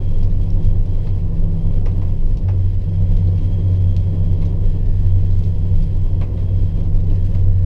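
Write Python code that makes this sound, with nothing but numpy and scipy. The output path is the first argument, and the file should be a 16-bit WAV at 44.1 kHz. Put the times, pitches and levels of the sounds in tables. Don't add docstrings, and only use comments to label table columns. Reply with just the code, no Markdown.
import sys
import numpy as np
from scipy import signal
from scipy.fft import rfft, irfft, next_fast_len
from scipy.io import wavfile

SR = 44100
rng = np.random.default_rng(int(sys.argv[2]) if len(sys.argv) > 2 else 0)


def generate_wav(sig):
    pcm = np.round(np.clip(np.atleast_2d(sig).T, -1, 1) * 32767).astype(np.int16)
    wavfile.write(sys.argv[1], SR, pcm)


N = 337365
TIME = np.arange(N) / SR

# freq_hz, gain_db
FITTING_RESPONSE = [(600, -9.5), (1600, -6.5), (2400, 8.5), (4000, 7.5), (5400, 3.5), (6700, -1.5),
                    (8000, -8), (11000, -16.5), (15000, -19.5)]


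def gain_of(db):
    return 10 ** (np.asarray(db) / 20)


def evened(x):
    return x / np.sqrt(np.mean(x ** 2) + 1e-20)


def read(points, hz):
    f, value = np.transpose(points)
    return np.interp(np.log(hz + 1), np.log(f + 1), value)


def follow(rows):
    return np.interp(TIME, *np.transpose(rows))


def add(mix, start_s, sound):
    part = mix[max(round(start_s * SR), 0):][:len(sound)]
    part += sound[:len(part)]


def drift(rate_hz):
    size = next_fast_len(N)
    hz = np.fft.rfftfreq(size, 1 / SR)
    spectrum = rfft(rng.standard_normal(size)) * np.exp(-(hz / rate_hz) ** 2)
    return evened(irfft(spectrum, size)[:N])


def colour(x, spectrum, peaks=()):
    size = next_fast_len(len(x))
    hz = np.fft.rfftfreq(size, 1 / SR)
    db = read(spectrum, hz)
    for centre_hz, width_hz, lift_db in peaks:
        db = db + lift_db / (1 + (2 * (hz - centre_hz) / width_hz) ** 2)
    return irfft(rfft(x, size) * gain_of(db), size)[:len(x)]


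def white():
    return rng.standard_normal(N) * np.sqrt(SR / 2)


def tone(hz):
    turns = np.cumsum(hz * np.ones(N)) / SR + rng.random()
    return np.sqrt(2) * np.sin(2 * np.pi * turns)


def wheels(offset_db=-2, wheel_hz=21.75, wander_hz=0.83, swell_db=2, swells_hz=4):
    # time_s, relative_db
    thrum_curve = [(0, -14.5), (2.25, -13), (2.45, -22.5), (4.5, -20), (4.72, -9), (4.97, -19.5),
                   (6.35, -16.5), (7.65, -16.5)]
    level_db = follow(thrum_curve) + offset_db + swell_db * drift(swells_hz)
    return gain_of(level_db) * tone(wheel_hz + wander_hz * drift(4.66))


def rumble(swell_db=1.5, swells_hz=4, deep_hz=68):
    # freq_hz, relative_db_per_hz
    body_spectrum = [(5, -69), (11, -37), (15, -44.5), (22, -33), (30, -30.5), (44, -39), (62, -48.5),
                     (76, -46.5), (87, -41.5), (110, -48), (142, -50), (155, -51.5), (180, -53), (205, -64),
                     (400, -117)]
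    # time_s, gain_db
    deep_curve = [(0, -0.5), (2.3, -3), (2.55, 0.5), (3.8, 0.5), (5.4, 1), (6.9, 2.5), (7.65, -2)]
    shaking = colour(white(), body_spectrum)
    deep = signal.sosfiltfilt(signal.butter(3, deep_hz, fs=SR, output="sos"), shaking)
    return shaking - deep + deep * gain_of(follow(deep_curve) + swell_db * drift(swells_hz))


def sleepers(offset_db=-1, boom_hz=92.35, wander_hz=0.55, throb_db=1.5, throb_hz=11):
    # time_s, relative_db
    boom_curve = [(0, -20), (1.3, -24), (1.62, -19.5), (2.11, -19.5), (2.24, -35.5), (2.4, -27),
                  (2.49, -11), (2.76, -20), (2.95, -16.5), (4.1, -15.5), (4.76, -22), (5.05, -16),
                  (5.56, -19.5), (5.85, -18), (6.63, -18), (6.73, -30.5), (6.86, -19), (7.65, -15)]
    level_db = follow(boom_curve) + offset_db + throb_db * drift(throb_hz)
    return gain_of(level_db) * tone(boom_hz + wander_hz * drift(4.27))


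def running_gear(drone_hz=162.25, wander_hz=0.55, waver_db=1.0):
    # time_s, level_db
    drone_curve = [(0, -36), (.65, -26.5), (.98, -33.5), (1.2, -29), (1.65, -27.5), (2.76, -38),
                   (2.94, -28), (3.7, -30.5), (4.42, -26), (4.66, -30.5), (5.9, -29), (6.08, -36),
                   (6.85, -27.5), (7.65, -32.5)]
    level_db = follow(drone_curve) + waver_db * drift(2.5)
    return gain_of(level_db) * tone(drone_hz + wander_hz * drift(4.7))


def hums(waver_db=2):
    # pitch_hz, level_db, wander_hz
    hum_rows = [(51, -35, .4), (101.8, -34, .5), (480, -52.5, 2.5), (2035, -79, 9), (3063, -75, 12),
                (3880, -85, 2), (3922, -84, 2), (4888, -84, 15), (4970, -85, 30), (5878, -89, 8)]
    # pitch_hz, level_db
    whine_rows = [(7708, -93), (7779, -91), (7822, -91), (7892, -92), (11676, -94), (11719, -95),
                  (15509, -96), (15579, -93), (15622, -92)]
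    out = np.zeros(N)
    for pitch_hz, level_db, wander_hz in hum_rows:
        out += gain_of(level_db + waver_db * drift(3.6)) * tone(pitch_hz + wander_hz * drift(12))
    for pitch_hz, level_db in whine_rows:
        out += gain_of(level_db) * tone(pitch_hz)
    return out


def drive(offset_db=-1.0, mesh_hz=1786, wander_hz=2, waver_db=2.5):
    # time_s, relative_db
    whine_curve = [(0, -72.5), (2.3, -75.5), (3.6, -73.5), (4.2, -74), (4.7, -69.5), (5.1, -66),
                   (5.5, -72.5), (6.5, -75), (7.5, -68)]
    level_db = follow(whine_curve) + offset_db + waver_db * drift(5)
    return gain_of(level_db) * tone(mesh_hz + wander_hz * drift(8.9))


def rolling(offset_db=38, flutter_db=1.0):
    # freq_hz, relative_db_per_hz
    floor_spectrum = [(100, -78), (230, -60), (330, -66.5), (400, -66), (450, -67.5), (550, -69),
                      (680, -76), (800, -82), (1020, -81), (1300, -95.5), (2000, -108), (5000, -135)]
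    # centre_hz, width_hz, lift_db
    cabin_peaks = [(293, 15, 6.5), (366, 16, 5), (392, 22, 2), (535, 25, 2.5), (750, 26, 3.5), (888, 46, 3)]
    # time_s, relative_db
    roughness_curve = [(0, -38), (1.3, -38), (2.02, -36.5), (2.22, -41), (2.54, -36.5), (2.72, -42),
                       (3.08, -38), (4.2, -38), (4.4, -36.5), (4.85, -38.5), (6.1, -39), (6.3, -37),
                       (7.2, -38.5), (7.65, -40)]
    level_db = follow(roughness_curve) + offset_db + flutter_db * drift(22)
    return colour(white(), floor_spectrum, cabin_peaks) * gain_of(level_db)


def seal_gap(edge_s=0.083):
    # start_s, end_s, opening_db, clear_note_0_to_1
    spells = [(0, 0.24, 1, 0.9), (0.398, 0.504, 0, 0.4), (0.59, 0.754, -3, 0.8), (.87, 1.165, -4.5, .8),
              (1.39, 1.47, -12, .3), (1.547, 1.79, -6, .7), (1.92, 2.192, -13.5, .55),
              (2.55, 2.722, -8, .7), (2.84, 3.4, -5.5, 0.56), (3.4, 3.95, 2, 0.4), (3.95, 4.54, -1, .15),
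              (4.605, 4.813, -2, .1), (4.96, 6.25, -3.5, .15), (6.344, 6.85, -4, .5),
              (7.15, 7.435, -6, 0.03)]
    gap, clear = np.zeros((2, N))
    for start_s, end_s, opening_db, note in spells:
        spell = np.clip(np.minimum(TIME - start_s, end_s - TIME) / edge_s + .5, 0, 1)
        gap += gain_of(opening_db) * spell
        clear += np.clip(note, 0, 1) * spell
    return gap, clear


def air(gap, shut_db=-2.5, opening_db=2.5, flutter_db=1.4):
    # freq_hz, relative_db_per_hz
    hiss_spectrum = [(500, -105), (1400, -95.5), (1800, -93), (2100, -92), (2700, -93.3), (3100, -95.5),
                     (3400, -98.5), (4100, -98), (4500, -102), (5000, -99), (5700, -105), (7200, -109),
                     (10000, -113), (14000, -116.5), (15300, -126)]
    # centre_hz, width_hz, lift_db
    hiss_peaks = [(1720, 35, 3.5), (2020, 60, 1), (2690, 86, 1.5), (3120, 90, 4), (3320, 150, 2.5),
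                  (4080, 35, 3.5), (4240, 33, 4), (4690, 55, 2.5), (4950, 150, 3)]
    level_db = shut_db + opening_db * np.sqrt(gap) + flutter_db * drift(23)
    return colour(white(), hiss_spectrum, hiss_peaks) * gain_of(level_db)


def whistle(gap, clear, pitch_hz=3240, breath_db=-63.0, leak=0.055, note_db=-65.0, wander_hz=15,
            octave_db=-17):
    breathy = (drift(80) + 1j * drift(80)) * np.exp(2j * np.pi * pitch_hz * TIME)
    jet = breathy / np.sqrt(abs(breathy) + 1)
    band = evened(jet.real) + gain_of(octave_db) * evened((jet ** 2).real)
    sough = gain_of(breath_db) * (gap + leak) * band
    note = gain_of(note_db) * clear * tone(pitch_hz + wander_hz * drift(25))
    return sough + note


def rubbing(shake, gap, offset_db=-4, flex_db=5, catch_db=2, catches_hz=20):
    # freq_hz, relative_db_per_hz
    rub_spectrum = [(1000, -112), (2500, -101), (4200, -101.5), (6000, -106.5), (8000, -111),
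                    (11000, -112.5), (13500, -114.5), (15300, -125)]
    # middle_s, length_s, added_db
    scrape_rows = [(2.03, .2, 5.5), (4.725, 0.1, 2.5), (5.456, 0.18, 6.5), (7.3, 0.22, 3.5)]
    stroke = evened(np.abs(shake) * gain_of(catch_db * drift(catches_hz)))
    level_db = offset_db + flex_db * np.sqrt(gap)
    for middle_s, length_s, added_db in scrape_rows:
        level_db += added_db * np.exp(-(2 * (TIME - middle_s) / length_s) ** 2)
    return colour(white(), rub_spectrum) * stroke * gain_of(level_db)


def chatter(hits_per_s=45, level_db=-70, t60_s=.06):
    sizes = rng.random(N) * (rng.random(N) < hits_per_s / SR)
    envelope = signal.lfilter([1], [1, -gain_of(-60 / (t60_s * SR))], sizes)
    return gain_of(level_db) * evened(colour(envelope * rng.standard_normal(N), FITTING_RESPONSE))


def ticks(offset_db=3, t60_s=0.13, snap_db=26, ring_width_hz=1200, lead_s=.003):
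    # time_s, relative_db, ring_hz, ring_db, dry_snap_share_0_to_1
    tick_rows = [(0.232, -43, 5100, 10, 0.46), (0.505, -43, 5400, 16, 0.7), (.630, -53, 2600, 5, 0.2),
                 (.947, -60, 2200, 9, .3), (1.070, -49.5, 4300, 11, 0.1), (1.859, -44.5, 5600, 7, 0.24),
                 (2.018, -53, 5500, 7, 0.2), (2.372, -46.5, 5400, 5, .35), (2.484, -47.5, 5500, 15, .2),
                 (3.166, -46.5, 2800, 6.5, .1), (3.272, -48.5, 4200, 11, .2), (3.378, -49, 2700, 10, 0.1),
                 (3.9659, -42.5, 3600, 1.5, 0.63), (4.414, -47.5, 4000, 10, 0.04),
                 (4.454, -50, 4600, 2, .2), (4.761, -54, 2700, 7, 0), (5.302, -53, 3900, 3, 0.2),
                 (5.438, -48.5, 4400, 3.5, .3), (5.824, -47.5, 4800, 7, .3), (6.213, -43.5, 3200, 9.5, 0.4),
                 (6.374, -52, 3700, 9, 0.24), (7.098, -47, 2900, 12, 0.1), (7.348, -53, 3200, 3.5, 0.1)]
    out, t = np.zeros(N), np.arange(SR // 6) / SR
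    for time_s, tick_db, ring_hz, ring_db, dry_share in tick_rows:
        dry_share = np.clip(dry_share, 0, 1)
        decay = gain_of(-60 * (t - lead_s) / t60_s) * (t > lead_s)
        blow = (1 - dry_share) * rng.standard_normal(len(t)) * decay
        blow[round(lead_s * SR)] += dry_share * gain_of(snap_db)
        sound = colour(blow, FITTING_RESPONSE, [(ring_hz, ring_width_hz, ring_db)])
        add(out, time_s - lead_s, gain_of(tick_db + offset_db - ring_db) * sound)
    return out


def knocks(offset_db=5, body_db=1, crack_t60_s=0.2, body_t60_s=0.12, strike_db=3):
    # time_s, relative_db
    knock_rows = [(1.070, -43.5), (1.861, -37), (2.018, -43), (2.485, -37.5), (3.167, -48.5), (4.420, -45),
                  (6.214, -35.5), (6.375, -47), (7.348, -44)]
    # freq_hz, gain_db
    panel_response = [(150, -3.5), (300, 12), (520, 17), (700, 14), (900, 10), (1400, -4), (1850, -0.5),
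                      (2100, -8), (2600, -3), (3200, -14.5), (4500, -17), (6500, -30), (10000, -32.5),
                      (15000, -37.5)]
    # centre_hz, width_hz, lift_db
    panel_peaks = [(1180, 79, 6.5), (1870, 110, -8), (2110, 330, 10), (2540, 100, 0.5), (3200, 100, 4),
                   (4950, 200, 3.5)]
    out, t = np.zeros(N), np.arange(SR // 4) / SR
    rise_s, body_rise_s, strike_s = .0015, .005, .005
    lows = signal.butter(2, 1300, fs=SR, output="sos")
    for time_s, knock_db in knock_rows:
        ring = evened(colour(rng.standard_normal(len(t)), panel_response, panel_peaks))
        body = signal.sosfiltfilt(lows, ring)
        crack_db = strike_db * np.exp(-t / strike_s) - 60 * t / crack_t60_s
        sound = (ring - body) * gain_of(crack_db) * np.minimum(t / rise_s, 1)
        sound += body * gain_of(body_db - 60 * t / body_t60_s) * np.minimum(t / body_rise_s, 1)
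        add(out, time_s - rise_s, gain_of(knock_db + offset_db) * sound)
    return out


def scene():
    shake = wheels() + rumble()
    gap, clear = seal_gap()
    tones = sleepers() + running_gear() + hums() + drive()
    draught = air(gap) + whistle(gap, clear)
    trim = rubbing(shake, gap) + chatter() + ticks() + knocks()
    return (shake + tones + rolling() + draught + trim)[None]


def record(dry, edge_hz=15700, fade_s=.006):
    ends = np.sin(np.pi / 2 * np.clip(np.minimum(TIME, TIME[-1] - TIME) / fade_s, 0, 1)) ** 2
    low_pass = signal.firwin(511, edge_hz, window=("kaiser", 9), fs=SR)
    return signal.oaconvolve(dry * ends, low_pass[None], "same")


dry = scene()
out = record(dry)
generate_wav(out)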